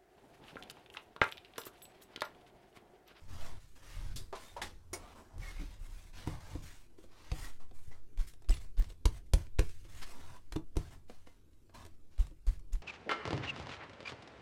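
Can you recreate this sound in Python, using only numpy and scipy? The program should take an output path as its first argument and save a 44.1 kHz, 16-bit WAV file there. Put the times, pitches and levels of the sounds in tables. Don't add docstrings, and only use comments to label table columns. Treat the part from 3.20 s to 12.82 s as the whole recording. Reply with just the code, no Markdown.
import sys
import numpy as np
from scipy import signal
from scipy.io import wavfile
from scipy.ndimage import uniform_filter1d

SR = 44100
rng = np.random.default_rng(int(sys.argv[2]) if len(sys.argv) > 2 else 0)


def to_wav(sig):
    pcm = np.clip(np.atleast_2d(sig), -1, 1) * 32767
    pcm = np.round(pcm).astype(np.int16)
    wavfile.write(sys.argv[1], SR, pcm.T)


N = 424241


def gain_of(db):
    return 10 ** (np.asarray(db) / 20)


def evened(x):
    return x / np.sqrt(np.mean(abs(x) ** 2) + 1e-20)


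def read(points, hz):
    point_hz, value = np.transpose(points)
    return np.interp(np.log(hz + 1), np.log(point_hz + 1), value)


def follow(rows, t):
    point_s, *columns = np.transpose(rows)
    return [np.interp(t, point_s, column) for column in columns]


def add(mix, start_s, sound):
    part = mix[round(start_s * SR):][:len(sound)]
    part += sound[:len(part)]


def band_filter(x, lo_hz, hi_hz):
    edges = [lo_hz, min(hi_hz, .49 * SR)]
    return signal.sosfilt(signal.butter(2, edges, "band", fs=SR, output="sos"), x)


def band(x, lo_hz, hi_hz):
    return evened(band_filter(x, lo_hz, hi_hz))


def modes(table, size):
    t = np.arange(size) / SR
    return sum(gain_of(level_db - 60 * t / t60_s) * np.sin(2 * np.pi * pitch_hz * t) * pitch_hz / SR
               for pitch_hz, level_db, t60_s in table)


def noise(colour_db, patchy_db, flicker_db):
    frames = colour_db.shape[1]
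    real, imaginary, patches = rng.standard_normal((frames, 257, 3)).T
    patches = uniform_filter1d(patches, size=2, axis=0)
    patches = evened(uniform_filter1d(patches, size=30, axis=1))
    flicker = rng.standard_normal(frames)
    level = gain_of(colour_db + patchy_db * patches + flicker_db * flicker)
    spectra = (real + 1j * imaginary) * level
    return signal.istft(spectra, nperseg=512, noverlap=384)[1][:N]


def stroke(rise_s, fall_s, top_db, sag_db):
    t = np.arange(0, rise_s + fall_s + .1, 1 / SR)
    sag = sag_db * np.clip((t - rise_s) / fall_s, 0, 1)
    lift = 404 * np.maximum(t - rise_s - fall_s, 0)
    return np.minimum(t / rise_s, 1) ** 0.55 * gain_of(top_db + sag - lift)


def crackle():
    out = np.zeros(N)
    for pitch_hz, cycles in zip(np.geomspace(900, 13000, 24), np.tile([1.5, 4, 12], 8)):
        t = np.arange(round(cycles * SR / pitch_hz)) / SR
        size_db = 6.8 * np.minimum(rng.exponential(1, N), 4)
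        starts = gain_of(size_db) * (rng.random(N) < 22 / SR)
        grain = np.sin(2 * np.pi * pitch_hz * t) * np.hanning(len(t))
        grain *= (pitch_hz / 3000) ** 0.11 / np.sqrt(cycles)
        out += signal.oaconvolve(starts, grain)[:N]
    return evened(out)


# start_s, rise_s, fall_s, top_db, sag_db (change over the fall), low_mids_db and air_db (relative to the top)
STROKES = [(0, 0.0086, 0.11, -74.5, 1.5, 3, -4), (0.078, 0.19, .12, -57.5, -13.5, 3.5, -6),
           (0.398, 0.033, 0.1, -67.5, -20, -4, -4.5), (.48, 0.014, 0.056, -80, 0, -4, 0),
           (0.551, .014, 0.069, -66.5, -7, 1, -4.5), (.62, 0.1, 0.21, -59, -6, 0, -6),
           (.99, 0.011, .12, -67, -15, 1, 1), (1.16, 0.077, 0.12, -60.5, -9, 1.5, -2.5),
           (1.45, 0.0058, 0.19, -57, -30, -2, -8), (1.6, 0.028, 0.14, -90.5, 12, 8.5, -4),
           (1.789, 0.0057, 0.14, -66, -0.5, 8.5, -7.5), (1.949, 0.034, 0.19, -66.5, -19.5, 12.5, -4.5),
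           (2.1, 0.017, 0.064, -83, 4, 14, -7), (2.19, 0.072, 0.053, -57.5, 0.5, 1.5, -6.5),
           (2.33, 0.086, 0.16, -59, -15.5, -0.5, -8), (2.505, .01, 0.059, -69, -17, 1, -6),
           (2.59, 0.074, 0.027, -66.5, -10, 2, -1), (2.68, 0.068, 0.15, -66.5, -3, -0.5, -2),
           (2.929, 0.059, 0.064, -56, -5, 0.5, -8.5), (3.06, 0.039, 0.11, -57, -11, 5.5, -7.5),
           (3.2, .13, .08, -59.5, -7.5, 3, -6.5), (3.42, 0.026, 0.2, -59, -12.5, -3, -4),
           (3.69, .01, 0.054, -86.5, 4, 4, -8), (3.775, .012, 0.075, -73.5, -1, 0, -2),
           (3.88, .2, 0.032, -63.5, 1, 0.5, -10), (4.12, .14, 0.12, -55, -24.5, 1, -2.5),
           (4.395, 0.016, 0.055, -70, -12, 11, -5), (4.535, 0.022, 0.14, -73, -3.5, -0.5, 2.5),
           (4.71, 0.014, .12, -67.5, -21, 6, -6), (4.985, 0.021, 0.045, -56.5, -12, -2, -4),
           (5.066, 0.02, 0.046, -60.5, -16, -13, 1), (5.299, 0.0072, 0.069, -52, -11, -5, -4.5),
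           (5.4, 0.017, 0.11, -64, -25, -0.5, -2.5), (5.575, 0.019, 0.081, -60, -11, -1.5, -4.5),
           (5.685, 0.015, 0.048, -65.5, -20, -1, -1), (5.88, 0.1, 0.059, -64, -33, -1, -3.5),
           (6.058, 0.0095, 0.017, -76.5, -21, -12, 0), (6.178, 0.0038, 0.075, -59.5, -12, 1.5, -4.5),
           (6.415, .01, 0.24, -62.5, -12.5, -9.5, -2), (6.641, .01, 0.027, -68.5, -12, -2.5, -5.5),
           (6.681, 0.12, 0.035, -60.5, -2, -3.5, -3.5), (6.815, 0.021, 0.019, -48.5, -17, -4.5, -10.5),
           (6.86, 0.063, 0.014, -58, -16, 0, -4.5), (6.931, 0.017, 0.22, -64, -1.5, 6, -5.5),
           (7.2, .01, 0.17, -85.5, 4, 0, -4.5), (7.331, .005, 0.018, -64.5, -23, 3, 1),
           (7.371, .004, .06, -86, -23, 20, -10), (7.584, 0.0034, 0.097, -62, -4.5, 2.5, -6),
           (7.706, 0.025, 0.1, -64, -29, 6.5, -3.5), (7.876, 0.028, 0.14, -69, -10.5, 2, -3.5),
           (8.061, 0.012, 0.15, -71, -19, -0.5, -5), (8.538, 0.011, 0.097, -61.5, -5.5, 4.5, -6.5),
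           (8.67, .005, 0.064, -83, 3, -1, -14), (8.9, 0.045, 0.018, -75.5, -2, -3, -7),
           (8.987, 0.011, 0.12, -59, -23.5, 1.5, -3.5), (9.265, 0.013, 0.082, -59.5, -11.5, 0.5, -4.5),
           (9.522, 0.0049, 0.085, -64, -17.5, -3, -4)]
# (relative, per Hz)
RUB_COLOUR = [(120, -62), (200, 14.5), (416, 6), (590, 9.5), (867, 8.5), (933, 11), (1740, 1), (2130, 1),
              (2420, -1), (8420, -5.5), (16000, -16.5)]
# pitch_hz, share (0 to 1)
LOW_MID_REACH = [(200, 1), (1100, 1), (1800, 0)]
# pitch_hz, share (0 to 1)
AIR_REACH = [(5000, 0), (8000, 1)]
USUAL_LOW_MIDS_DB, USUAL_AIR_DB = 6.5, -3


def rub():
    hz, rows = np.fft.rfftfreq(512, 1 / SR), np.array(STROKES)
    frame_s = np.arange(N // 128 + 5) * 128 / SR
    latest = np.maximum(np.searchsorted(rows[:, 0], frame_s) - 1, 0)
    low_mids_db, air_db = rows[latest, 5:].T
    colour = read(RUB_COLOUR, hz)[:, None]
    colour = colour + read(LOW_MID_REACH, hz)[:, None] * (low_mids_db - USUAL_LOW_MIDS_DB)
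    colour = colour + read(AIR_REACH, hz)[:, None] * (air_db - USUAL_AIR_DB)
    hiss = noise(colour, patchy_db=2.5, flicker_db=1.33)
    hiss /= np.sqrt(np.mean(band_filter(hiss, 1500, 6000) ** 2))

    slips = gain_of(2.0 * rng.exponential(1, N)) * (rng.random(N) < 900 / SR)
    slips = evened(uniform_filter1d(slips, size=30))
    level = np.zeros(N)
    for start_s, rise_s, fall_s, top_db, sag_db, _, _ in STROKES:
        add(level, start_s, stroke(rise_s, fall_s, top_db, sag_db))
    level *= gain_of(0.5 * band(rng.standard_normal(N), 8.5, 26.7))
    return level * (hiss * evened(1 + 0.2 * slips) + gain_of(-17) * crackle())


# middle_s, half_length_s, deep_db, hum_db
LEANS = [(.01, 0.052, -50, -70), (0.152, 0.067, -56, -50), (0.29, 0.14, -55, -58.5),
         (0.897, 0.14, -42.5, -47.5), (1.463, 0.15, -59, -62.5), (1.806, .12, -56.5, -62),
         (2.198, 0.047, -51, -47.5), (2.43, 0.2, -43.5, -59.5), (2.82, 0.17, -49, -71),
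         (3.13, 0.095, -50, -48), (3.385, 0.088, -54, -50.5), (4.185, 0.074, -42, -60),
         (4.56, 0.1, -65, -69), (6.734, 0.1, -53, -59), (7.08, 0.12, -74, -61.5), (7.67, 0.11, -63, -56.5),
         (8.626, 0.081, -64, -58)]
# time_s, level_db
SWAY = [(0.0, -25), (0.13, -26), (0.67, -59.5), (0.8, -41.5), (1.85, -67.5), (2.44, -53.5), (3.88, -51),
        (4.5, -37.5), (4.88, -46.5), (5.41, -40), (5.76, -46), (6.46, -33.5), (6.67, -47), (6.78, -36),
        (7.21, -47.5), (7.26, -39.5), (8.22, -56), (9.62, -46.5)]
STILL_DEEP_DB, STILL_HUM_DB = -66.5, -68.5
AFTER_DB = -23
AFTER_DEEP_T60_S, AFTER_HUM_T60_S = 1.0, 0.36


def shake():
    t = np.arange(N) / SR
    deep_noise, hum_noise, sway_noise = rng.standard_normal((3, N))
    deep_level = np.full(N, gain_of(STILL_DEEP_DB))
    hum_level = np.full(N, gain_of(STILL_HUM_DB))
    for middle_s, half_length_s, deep_db, hum_db in LEANS:
        swell = np.exp(-((t - middle_s) / half_length_s) ** 2)
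        deep_level += gain_of(deep_db) * swell
        hum_level += gain_of(hum_db) * swell
    for start_s, level_db, _, _ in THUMPS:
        add(deep_level, start_s, gain_of(level_db + AFTER_DB - 60 * t[:SR] / AFTER_DEEP_T60_S))
        add(hum_level, start_s, gain_of(level_db + AFTER_DB - 60 * t[:SR] / AFTER_HUM_T60_S))
    deep = deep_level * band(deep_noise, 20, 42.4)
    hum = band(hum_noise, 71.2, 98.7) + gain_of(-5.0) * band(hum_noise, 79, 135.5)
    sway = band(band(sway_noise, 2.3, 6.97), 2.3, 6.97)
    return deep + hum_level * evened(hum) + gain_of(follow(SWAY, t)[0]) * sway


# (relative, per Hz)
HUSH = [(88, -32), (150, -10), (201, -11.5), (286, 5), (689, -17.5), (1500, -18.5), (1900, -24),
        (2140, -21.5), (9080, -25.5), (15100, -29.5), (16000, -47)]
HUSH_DB = -73


def hush():
    colour = read(HUSH, np.fft.rfftfreq(512, 1 / SR))[:, None] + np.zeros(N // 128 + 5)
    return gain_of(HUSH_DB) * evened(noise(colour, patchy_db=3.0, flicker_db=-1.5))


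# pitch_hz, level_db (before modes() tilts it), t60_s
BOARD = [(331, -14, 0.093), (333.5, -0.5, 0.076), (394, 2, 0.033), (510, 2, 0.035), (710, -5, 0.042),
         (1030, -13, 0.013)]
CREST_DB = 2.5


def bursts(rows, t60_s, rise_ms, wood_db):
    out, t = np.zeros(N), np.arange(8000) / SR
    size = len(t)
    chance = rng.standard_normal((len(rows), 4, size + 2000))
    spots = rng.standard_normal((len(rows), len(BOARD), 2))
    for (start_s, peak_db, body_db, air_db, thud_db), noises, spot in zip(rows, chance, spots):
        body_noise, main_noise, air_noise, thud_noise = noises
        spot_modes = [(pitch_hz * (1 + 0.038 * shift), level_db + 3 * change, mode_t60_s)
                      for (pitch_hz, level_db, mode_t60_s), (shift, change) in zip(BOARD, spot)]
        board = modes(spot_modes, size)
        onset = gain_of(peak_db - CREST_DB) * (1 - np.exp(-t * 1000 / rise_ms))

        body = gain_of(body_db - 45 * t / t60_s) * band(body_noise, 442, 1110)[-size:]
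        thud = gain_of(thud_db - 25 * t / t60_s) * band(thud_noise, 212, 534)[-size:]
        low = body + thud
        crisp = band(main_noise, 710, 4580) + gain_of(air_db) * band(air_noise, 4000, 10750)
        crisp = gain_of(-60 * t / t60_s) * crisp[-size:]
        wood = signal.oaconvolve(onset * low, board / np.linalg.norm(board))[:size]
        add(out, start_s, onset * (crisp + low) + gain_of(wood_db) * wood)
    return out


# start_s, peak_db (nominal, of the main range),
# body_db, air_db, thud_db (all three relative to that peak)
CLATTER = [(0.9583, -48.5, -12, 7, -8), (1.1256, -50.5, 10.5, -21.5, -15), (1.1503, -46, -12, -11, -18),
           (1.3642, -51, 8, -9, -13), (1.4156, -36.5, -9, -7, -14.5), (1.7299, -45.5, 5, 2, -12)]


def clatter():
    return bursts(CLATTER, t60_s=0.16, rise_ms=2.5, wood_db=-23)


# start_s, pitch_hz, level_db, t60_s
HOLLOW = [(.96, 3670, -52, 0.23), (.96, 4630, -51.5, 0.25), (1.128, 1047, -47.5, 0.22),
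          (1.128, 726, -47, 0.093), (1.127, 416, -45.5, 0.13), (1.365, 945, -45, 0.17),
          (1.366, 590, -54, 0.15), (1.417, 3440, -49, 0.17), (1.417, 1690, -44.5, 0.094),
          (1.418, 1950, -44.5, 0.15), (1.417, 813, -47, 0.22), (1.417, 360, -45, 0.11),
          (1.731, 336, -43, 0.18), (1.733, 790, -64, 0.2)]


def hollow_notes():
    out, t = np.zeros(N), np.arange(8000) / SR
    chance = rng.standard_normal((len(HOLLOW), len(t) + 4000))
    for (start_s, pitch_hz, level_db, t60_s), source in zip(HOLLOW, chance):
        note = band(source, pitch_hz / 1.062, pitch_hz * 1.093)[-len(t):]
        add(out, start_s, gain_of(level_db - 60 * t / t60_s) * note)
    return out


# start_s, end_s, pitch_hz, width_hz, level_db
SQUEAKS = [(1.23, 1.337, 3640, 120, -65.5), (2.22, 2.247, 2200, 90, -57), (2.229, 2.271, 1870, 120, -58),
           (2.257, 2.32, 2156, 50, -57.5), (2.338, 2.42, 2160, 90, -64), (2.39, 2.451, 237, 176, -51.5),
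           (8.518, 8.669, 1020, 200, -63), (4.708, 4.755, 2040, 150, -66)]


def squeaks():
    out = np.zeros(N)
    chance = rng.standard_normal((len(SQUEAKS), 8000))
    for (start_s, end_s, pitch_hz, width_hz, level_db), source in zip(SQUEAKS, chance):
        size = round((end_s - start_s) * SR)
        squeak = band(source, pitch_hz - width_hz / 2, pitch_hz + width_hz / 2)[-size:]
        add(out, start_s, gain_of(level_db) * squeak * np.hanning(size) ** 0.35)
    return out


# pitch_hz, level_db (relative, before modes() tilts it), t60_s
METAL = [(2220, 6, 0.091), (2230, 11, 0.052), (5020, -6, 0.089), (5430, -4, .12), (5830, -1, 0.078),
         (6730, 2.5, 0.14), (6660, -17, 0.15), (9270, -15, 0.095), (9040, -3, 0.099), (11030, -16, .1),
         (13500, -24, .08), (14430, -23, .08), (15700, -19, .06)]
RING_S, RING_DB = 1.731, -45.5


def metal_ring():
    out, t = np.zeros(N), np.arange(8000) / SR
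    chatter = rng.standard_normal(len(t)) * gain_of(-60 * t / 0.05)
    tone = signal.oaconvolve(modes(METAL, size=len(t)), chatter)
    add(out, RING_S, gain_of(RING_DB) * tone / np.std(tone[:2000]))
    return out


# start_s, peak_db (nominal, of the main range),
# body_db, air_db, thud_db (all three relative to that peak)
SMACKS = [(2.1804, -54, 1, 2, -2), (3.0731, -47, 14, 4.5, 8), (3.3517, -50.5, -8, -21.5, 8.5),
          (3.7853, -63.5, 1, -9, 11), (3.8397, -55, 1.5, -8, -2), (4.116, -33, 0.5, -16, -4.5),
          (4.492, -64, -7, -12, -15), (4.511, -56, 2.5, -14, 0), (4.9743, -48, -9, -6, -8),
          (4.9938, -54, -12, -7, -12), (5.0729, -54, -21, -2, -11), (5.1363, -53, -8, -1, -15),
          (5.221, -62, 8, 4, -7), (5.2443, -56.5, -7, -21, -8), (5.2877, -40, -20, -7, -29),
          (5.293, -41, -7, 1.5, 0), (5.3397, -41, -21, -9, -27), (5.3694, -45, -15, -12, -11),
          (5.4454, -56, -13, -10, -8), (5.569, -54, 0, -17, -7), (5.5755, -49.5, -11, -11, -3),
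          (5.6218, -43, -6, -8, -12), (5.6424, -46, -18, -11, -21), (5.701, -45, -21, -14, -12),
          (5.7214, -53.5, -8, -7, -10), (5.8546, -22.5, -3.5, -7, -13), (6.135, -22.5, -10, -4, -10.5),
          (6.2674, -52, -17, -16, -14), (6.3869, -35, 4, -22, -20), (6.392, -24, -13.5, -7, -11),
          (6.4933, -47.5, -15, -7, -15), (6.6488, -59, -8, -15, 1), (7.3222, -35, -5, -9, -13.5),
          (7.3612, -35.5, -1, -12, 2), (7.556, -52, 5, -7, -3), (7.5678, -34.5, -1.5, -2.5, -3),
          (7.8973, -48, 4, -27, 0), (8.0706, -52.5, 5.5, -18, -6), (8.331, -64, -18, -19, -11),
          (8.4951, -62.5, 12.5, -27, -11), (8.6507, -47.5, -8, -2, -9), (8.663, -49, -1, -2, -16),
          (8.9796, -50, -10, -7, -16), (8.9886, -57, -11, -13.5, -4), (9.068, -51, -4, -4, -19),
          (9.1088, -62.5, -12, -14, 10), (9.2666, -54, -7, 5, 0.5), (9.394, -58.5, -9, 0, -9),
          (9.5324, -53.5, -20, 8, -23), (9.5543, -50, -16, -8, -15)]


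def smacks():
    return bursts(SMACKS, t60_s=0.02, rise_ms=0.75, wood_db=-12)


# time_s (of the deepest downward jolt), level_db (size of that
# downward jolt), # contact_ms (spread of the bump), softness (no unit; higher makes the bump more even-sided)
THUMPS = [(3.0787, -35.5, 3.1, 2.73), (3.361, -39.5, 7.4, 3.4), (4.126, -32, 4.9, 4.9),
          (4.6847, -45.5, 4, 8.1), (5.002, -26, 10.1, 60), (5.309, -19.5, 7.9, 29), (5.5995, -21, 8, 110),
          (5.8659, -21, 6.3, 6.6), (6.1463, -20, 5.6, 5.9), (6.4012, -23, 7, 4.1),
          (7.334, -41.5, 7.1, 11.2), (7.3652, -39.5, 5.9, 2.4), (7.5822, -31, 10.5, 2.8),
          (9.005, -22.5, 6.3, 126), (9.2885, -23, 7.2, 42), (9.546, -28, 8.1, 49)]
# pitch_hz, level_db (relative, before modes() tilts it), t60_s
TABLE = [(49.3, 0, 0.2), (84.1, -4.5, 0.37), (112, -4, 0.29), (156.4, 6, 0.17)]


def thumps():
    out, t = np.zeros(N), np.arange(1, 6000) / SR
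    for time_s, level_db, contact_ms, softness in THUMPS:
        u = t / (contact_ms / 1000 / np.sqrt(softness))
        bump = np.exp(softness * np.log(u / softness) - u + softness)
        jolt = np.diff(bump, 2)
        add(out, time_s - t[jolt.argmin()], gain_of(level_db) * jolt / -jolt.min())
    table_ring = signal.oaconvolve(out, modes(TABLE, size=16000))[:N]
    return out + gain_of(-1.0) * table_ring


# start_s, start_hz, end_hz, peak_db,
# glide_ms (time to reach end_hz; the tone glides on as it fades and lasts twice this)
PIPS = [(5.293, 4900, 5200, -41.5, 4.3), (5.306, 8000, 7860, -38.5, 4.6), (5.322, 3060, 2580, -44, 8.5),
        (5.342, 11300, 9200, -58, 21), (5.592, 15200, 15100, -49, 6), (5.609, 1780, 1750, -53, 6.4),
        (5.641, 1880, 1780, -59, 4.9), (9.531, 7000, 6960, -45, 1.8)]


def pips():
    out = np.zeros(N)
    for start_s, start_hz, end_hz, peak_db, glide_ms in PIPS:
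        u = np.arange(0, 2, 1000 / SR / glide_ms)
        swell = 3 * u * np.exp(1 - 3 * u)
        pitch_hz = start_hz + (end_hz - start_hz) * u
        add(out, start_s, gain_of(peak_db) * swell * np.sin(2 * np.pi * np.cumsum(pitch_hz) / SR))
    return out


# pitch_hz, t60_s
KITCHEN = [(200, 0.2), (530, 0.18), (1400, 0.17), (3700, 0.12), (9700, 0.15)]


def kitchen(x):
    out, turn = np.zeros(N), np.arange(N) / SR * 2 * np.pi * 1.2
    for k, taps in enumerate(rng.standard_normal((3, SR // 2))):
        taps = taps * (np.arange(len(taps)) > 120)
        hz, t, spectra = signal.stft(taps, SR, nperseg=256)
        fade = gain_of(-60 * t / read(KITCHEN, hz)[:, None])
        tail = signal.istft(spectra * fade, SR, nperseg=256)[1]
        share = np.sqrt(2 / 3) * np.cos(turn + k * 2 * np.pi / 3)
        out += signal.oaconvolve(x * share, tail / np.linalg.norm(tail))[:N]
    return out


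def scene():
    rustle = rub() + squeaks()
    low_shake, room_tone = shake(), hush()
    far = clatter() + hollow_notes() + metal_ring()
    near = smacks() + pips()
    wet = kitchen(gain_of(-8) * near + gain_of(-10.5) * far + gain_of(-9.5) * rustle)
    return (thumps() + near + far + wet + rustle + low_shake + room_tone)[None]


def record(dry):
    low_pass = signal.firwin(511, 16000, window=("kaiser", 9), fs=SR)
    return signal.oaconvolve(dry, low_pass[None], "same")


dry = scene()
out = record(dry)
to_wav(out)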